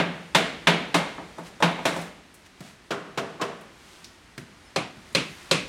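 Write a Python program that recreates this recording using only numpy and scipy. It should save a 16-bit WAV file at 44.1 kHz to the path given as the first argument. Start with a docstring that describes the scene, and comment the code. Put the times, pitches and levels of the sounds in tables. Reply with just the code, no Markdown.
"""Sharp knocks, most likely a hammer on timber, ring through an unfinished hall on a building site.
A run on hollow boards, softer blows further off, then three bright ones on a solid piece close by.
Each blow is a noise crack with decaying modes and a diffuse echo. Shoes bump and scrape faintly on grit
as bursts of shaped noise, and a last long, soft swell of hiss is made alike. Two very faint, thin high
tones are sines that slide down, and the site's hiss is coloured noise."""
import sys
import numpy as np
from scipy import signal
from scipy.fft import rfft, irfft, next_fast_len
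from scipy.io import wavfile
from scipy.ndimage import uniform_filter1d

SR = 44100
rng = np.random.default_rng(int(sys.argv[2]) if len(sys.argv) > 2 else 0)


def generate_wav(signal):
    """Clip the signal to [-1, 1] and save it as 16-bit WAV at the path in sys.argv[1]."""
    frames = np.transpose(np.atleast_2d(signal))
    scaled = np.clip(frames, -1, 1) * 32767
    pcm = np.round(scaled).astype(np.int16)
    wavfile.write(sys.argv[1], SR, pcm)


N = 250488
RING = SR * 2 // 3  # samples kept of each blow
AGE = np.arange(RING) / SR  # time since a contact, s

# Hammer blows and light placing taps on the hollow boards.
# Each row: start in seconds, level in dB, snap (treble lift) in dB, knock in Hz, knock gain in dB.
BOARD_BLOWS = [(-0.012, -18.5, -9, 177, 4.5), (0.3475, -15, 3, 1220, 1), (0.6703, -14, -1.5, 885, 4),
               (0.9425, -17.5, 3, 950, 5.5), (1.179, -37, -28, 1010, -1), (1.381, -36.5, -4.5, 920, 1.5),
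               (1.602, -32.5, -3, 550, 8), (1.6235, -16, -1, 900, 7.5), (1.787, -36, -10, 860, 5),
               (1.853, -20.5, 2, 654, 0.5), (1.962, -32, -1, 1010, 0.5)]
# Blows on the distant timber. Each row: start in seconds, level in dB, snap in dB, knock in Hz, its gain in dB.
FAR_BLOWS = [(2.906, -27, -11.5, 1400, 4), (3.174, -26.5, -10, 496, 1), (3.396, -36, -22, 1070, 9),
             (3.412, -26, -9.5, 1080, 2.5)]
# Blows on the nearby beam. Each row: start in seconds, level in dB, snap in dB, knock in Hz, its gain in dB.
BEAM_BLOWS = [(4.7605, -23, 4.5, 750, 9.5), (5.149, -19.5, 7, 2590, 1.5), (5.512, -18, 10.5, 498, 6)]
# A light placing tap before the far blows, then heels landing on the floor. Each row: start in seconds, level
# in dB, snap in dB, knock in Hz, its gain in dB.
TAP_AND_HEELS = [(2.605, -42, 13, 690, 17), (4.378, -38.5, 11.5, 370, 6), (4.968, -48, -2, 190, 1)]
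# Soles scraping over grit, and a last long, soft swell of hiss.
# Each row: middle in seconds, level in dB, spread (Gaussian sigma) in seconds.
SCUFFS_AND_SWELL = [(1.471, -48, 0.023), (1.963, -43.5, 0.082), (2.465, -53, 0.01), (2.67, -50.5, 0.049),
                    (3.938, -53, 0.14), (5.345, -50, 0.2)]
# Single bits of grit cracking. Each row: start in seconds, level in dB, centre in Hz.
GRIT = [(2.015, -51.5, 8800), (2.342, -56, 9400), (4.044, -44.5, 5000)]
# Spectrum of the crowd of short-lived modes of the boards. Each row: frequency in Hz, relative level in dB.
BOARD_SPECTRUM = [(60, -27), (120, -11), (168, 1), (228, -2.5), (295, -3), (360, -4), (660, -3),
                  (900, -5.5), (1100, -6), (2300, -6.5), (3700, -8), (5000, -17.5), (9500, -27.5),
                  (16000, -44.5)]
# The same for the distant timber. Each row: frequency in Hz, relative level in dB.
FAR_SPECTRUM = [(60, -14), (165, 3), (235, -1.5), (400, -3), (660, -2.5), (830, -6), (1100, -4),
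                (2200, -11), (2700, -9.5), (5100, -13), (8100, -17), (16000, -35)]
# The same for the nearby beam. Each row: frequency in Hz, relative level in dB.
BEAM_SPECTRUM = [(60, -26), (155, -4.5), (200, -6.5), (420, -3.5), (540, -5.5), (880, -10.5), (1100, -4.5),
                 (1800, -11), (2550, -4.5), (3000, -10.5), (4000, -10.5), (5400, -17.5), (9400, -27),
                 (16000, -52)]
# The same for heel and floor. Each row: frequency in Hz, relative level in dB.
HEEL_SPECTRUM = [(35, -32), (60, -2), (198, 7), (503, -18), (682, -14), (841, -26), (1510, -11),
                 (5090, -28), (16000, -50)]
# Modes that stand out on the boards. Each row: mean frequency in Hz, relative level in dB, t60 in seconds.
BOARD_MODES = [(170.5, 3.5, 0.35), (296, 2.5, 0.16), (528, -9.5, 0.2), (660, -3.5, 0.27), (874, 4.5, 0.064),
               (1259, -6, 0.17), (1472, -6, 0.19), (1597, -11, 0.4), (2140, -14, 0.66), (2353, -11.5, 0.37),
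               (3200, -28, .25), (3500, 2, 0.045), (3710, -0.5, 0.079)]
# Modes of the distant timber. Each row: mean frequency in Hz, relative level in dB, t60 in seconds.
FAR_MODES = [(400, 1, 0.39), (474, -8, 0.6), (675, -2.5, 0.47), (1138, -4, 0.25), (1695, -6, 0.15),
             (2630, -5, 0.13)]
# Modes of the nearby beam. Each row: mean frequency in Hz, relative level in dB, t60 in seconds.
BEAM_MODES = [(295.6, -9.5, 0.37), (400, 0.5, 0.12), (545.5, 5, 0.092), (760, -5, 0.072), (1140, -32, 0.17),
              (2270, -20, 0.14), (2580, -20, 0.058), (3270, -17, .15), (3755, -4, 0.036), (4160, 5, 0.024),
              (4370, -24, 0.068)]
# Echo of the hall. Each row: band in Hz, relative share in dB, t60 in seconds before each place stretches it.
HALL = [(59, -9, 1), (162, 4.5, 0.79), (400, 3.5, 0.71), (1020, 2, 0.64), (2170, 2.5, 0.7),
        (4570, -2, 0.69), (9500, 1, 0.49), (16000, -21, 0.57)]
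# Spectrum of the site's air. Each row: frequency in Hz, relative density in dB per Hz.
AIR_SPECTRUM = [(15, -60), (25, -24), (53, -1), (145, -7), (180, -5.5), (363, -7), (489, -13), (575, -12.5),
                (1790, -12), (1940, -12), (4030, -18.5), (9310, -27.5), (16000, -45)]
# Level of the air, lowest in the middle and rising at the open doorway. Each row: time in seconds, level in dB.
AIR_LEVEL = [(1.4, -49), (2.3, -53.5), (4.3, -53), (5.4, -49.5), (5.68, -44)]
# Very faint, thin high tones that slide down.
# Each row: start in seconds, length in seconds, start in Hz, end in Hz, peak level in dB.
THIN_TONES = [(4.58, 0.15, 9600, 9200, -67), (4.65, 0.051, 5400, 5000, -58)]

# a weaker blow loses bite and a little bass: dB of treble and of bass per dB of level
BITE_DB_PER_DB, THUMP_DB_PER_DB = 0.97, 0.05
# finer grit cracks at random moments
FINE_GRIT_COUNT, FINE_GRIT_DB, FINE_GRIT_HZ = 7, -60.5, 9500
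TOP_HZ = 16100  # upper limit of the recorder


def undb(db):
    """Decibels to gain."""
    return 10 ** (np.asarray(db) / 20)


def unit(x):
    """Scale to rms 1."""
    return x / np.sqrt(np.mean(x ** 2))


def on_log(hz, points, values):
    """Read a curve on a log-frequency axis."""
    return np.interp(np.log(np.maximum(hz, 1)), np.log(points), values)


def colour(x, points, db):
    """Filter by a smooth spectrum, causally (minimum phase), so that attacks stay sharp."""
    size = next_fast_len(len(x) + SR // 10, True)
    size += size % 2
    bins = np.fft.rfftfreq(size, 1 / SR)
    # folding the cepstrum onto positive times gives minimum phase
    cepstrum = irfft(np.log(undb(on_log(bins, points, db))))
    cepstrum[1:size // 2] *= 2
    cepstrum[size // 2 + 1:] = 0
    response = np.exp(rfft(cepstrum))
    return irfft(rfft(x, size) * response)[:len(x)]


def fade(t60):
    """Exponential decay, 60 dB down after t60."""
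    return np.exp(-np.log(1000) * AGE / t60)


def add(out, s, sound):
    """Mix a sound in from time s, dropping whatever falls outside."""
    start = int(round(s * SR))
    sound, start = sound[max(-start, 0):], max(start, 0)
    out[start:start + len(sound)] += sound[:len(out) - start]


def hall_tail(stretch):
    """Diffuse echo of one impulse: noise bands build up together, then each dies at its own rate."""
    hz, share_db, t60 = np.transpose(HALL)
    noise = rfft(rng.standard_normal(RING))
    bins = np.fft.rfftfreq(RING, 1 / SR)
    bands = [irfft(noise * on_log(bins, hz, pick)) for pick in np.eye(len(hz))]
    tail = sum(band * undb(db) * fade(t * stretch) for band, db, t in zip(bands, share_db, t60))
    return tail * (1 - np.exp(-AGE / 0.009))


def ring_mode(hz, db, t60, swing_cycles):
    """One clear mode: a decaying sine that takes a number of cycles to swing up."""
    # each mode's pitch, share and phase vary at random from blow to blow
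    detune, share, turn = rng.standard_normal(3)
    swing = np.sin(2 * np.pi * (hz * (1 + 0.0049 * detune) * AGE + turn))
    swing_up = 1 - np.exp(-(AGE * hz / swing_cycles) ** 2)
    return undb(db + 2.9 * share) * swing * swing_up * fade(t60)


def strikes(blows, body, modes, rise_s, body_t60, modes_db, swing_cycles, hall_db, stretch, low_cut_hz,
            firm_db, thump_db):
    """Each blow sets off a dense, fast-dying crack, any clear modes and the hall; below firm_db it dulls."""
    out = np.zeros(N)
    attack = slice(0, SR // 25)  # levels are set over the first 40 ms
    own = rng.standard_normal(RING)  # the part of the crack that is alike each time
    # a steep low cut thins the bass
    low_cut = signal.butter(4, low_cut_hz, "high", fs=SR, output="sos")
    for s, db, snap_db, knock_hz, knock_db in blows:
        crack = own + rng.standard_normal(RING)
        crack *= fade(body_t60) * (1 - np.exp(-AGE / rise_s))
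        sound = colour(crack + undb(hall_db) * hall_tail(stretch), *np.transpose(body))
        sound /= np.std(sound[attack])
        for hz, mode_db, t60 in modes:
            sound += ring_mode(hz, modes_db + mode_db, t60, swing_cycles)
        # each spot has its own hollow knock
        knock = signal.lfilter(*signal.iirpeak(knock_hz, 4.5, fs=SR), sound)
        sound += (undb(knock_db) - 1) * knock
        # a harder hit has more bass and bite, a squarer one more snap
        bass_db = thump_db + THUMP_DB_PER_DB * (db - firm_db)
        bite_db = BITE_DB_PER_DB * (db - firm_db)
        sound = colour(sound, [170, 400, 1100, 3000, 8500], [bass_db, 0, 0, bite_db, snap_db])
        sound = signal.sosfilt(low_cut, sound)
        add(out, s, undb(db) * sound / np.std(sound[attack]))
    return out


def hollow_boards():
    """Hammer on hollow boards: a long crack and many clear modes."""
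    return strikes(BOARD_BLOWS, BOARD_SPECTRUM, BOARD_MODES, rise_s=0.0011, body_t60=0.16,
                   modes_db=-3.5, swing_cycles=2.37, hall_db=-7.5, stretch=0.95, low_cut_hz=105,
                   firm_db=-15.5, thump_db=-1.5)


def air():
    """Hiss and rumble of the open building: steady coloured noise under a slowly moving level."""
    hiss = unit(colour(rng.standard_normal(N), *np.transpose(AIR_SPECTRUM)))
    return hiss * undb(np.interp(np.arange(N) / SR, *np.transpose(AIR_LEVEL)))


def tap_and_heels():
    """A light tap before the far blows, then heels bumping the floor: short, damped cracks without clear modes."""
    return strikes(TAP_AND_HEELS, HEEL_SPECTRUM, [], rise_s=0.0013, body_t60=0.044,
                   modes_db=0, swing_cycles=1, hall_db=-14.5, stretch=0.69, low_cut_hz=81,
                   firm_db=-41, thump_db=-3.0)


def scuffs_and_swell():
    """Soles roll over many small grains, and a last soft hiss swells: uneven noise that comes and goes."""
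    t = np.arange(N) / SR
    swell = sum(undb(db) * np.exp(-.5 * ((t - s) / spread) ** 2) for s, db, spread in SCUFFS_AND_SWELL)
    grain_db = 3 * np.minimum(rng.exponential(size=N), 6)
    grains = rng.standard_normal(N) * undb(grain_db)
    scrape = colour(grains, [200, 1200, 3200, 9000, 16000], [-1.0, 5.5, 4, -4.0, -19.0])
    return swell * unit(scrape)


def grit():
    """Now and then a grain cracks: a narrow burst of noise with a quick and a weaker slow decay."""
    out = np.zeros(N)
    fine = [(s, FINE_GRIT_DB, FINE_GRIT_HZ) for s in rng.uniform(0, N / SR, FINE_GRIT_COUNT)]
    for s, db, hz in GRIT + fine:
        snap = rng.standard_normal(RING) * (fade(0.033) + undb(-10) * fade(0.34))
        snap = colour(snap, [hz / 6, hz, hz * 2.8], [-22, 0, -26])
        add(out, s, undb(db) * snap / np.std(snap[:SR // 50]))
    return out


def far_timber():
    """Hammer on timber further off: a softer onset and modes that are slow to swing up."""
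    return strikes(FAR_BLOWS, FAR_SPECTRUM, FAR_MODES, rise_s=0.0025, body_t60=0.13,
                   modes_db=-7.0, swing_cycles=8.7, hall_db=-11.5, stretch=1.155, low_cut_hz=115,
                   firm_db=-23.0, thump_db=-4)


def thin_tones():
    """Two very faint, thin high tones that slide down: sines with a slightly unsteady pitch."""
    out = np.zeros(N)
    for s, length, start_hz, end_hz, db in THIN_TONES:
        along = np.minimum(AGE / length, 1)
        waver = unit(uniform_filter1d(rng.standard_normal(RING), size=90))
        hz = (start_hz + (end_hz - start_hz) * along) * (1 + 0.0107 * waver)
        tone = np.sin(2 * np.pi * np.cumsum(hz) / SR)
        add(out, s, undb(db) * np.sin(np.pi * along) * tone)
    return out


def near_beam():
    """Hammer on a solid beam close by: a quick onset, a short crack and strong modes."""
    return strikes(BEAM_BLOWS, BEAM_SPECTRUM, BEAM_MODES, rise_s=0.0007, body_t60=0.064,
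                   modes_db=0.0, swing_cycles=1.0, hall_db=-6.5, stretch=0.56, low_cut_hz=85,
                   firm_db=-24, thump_db=6.5)


def scene():
    """Hammering, floor sounds, thin tones and air at one microphone."""
    hammering = hollow_boards() + far_timber() + near_beam()
    floor = tap_and_heels() + scuffs_and_swell() + grit()
    return (hammering + floor + thin_tones() + air())[None]


def record(dry):
    """The phone rounds the highest peaks and cuts the top."""
    ceiling = 0.87  # of full scale
    rounded = ceiling * np.tanh(dry / ceiling)
    top_cut = signal.ellip(8, .2, 70, TOP_HZ, fs=SR, output="sos")
    return signal.sosfilt(top_cut, rounded)


dry = scene()
out = record(dry)
generate_wav(out)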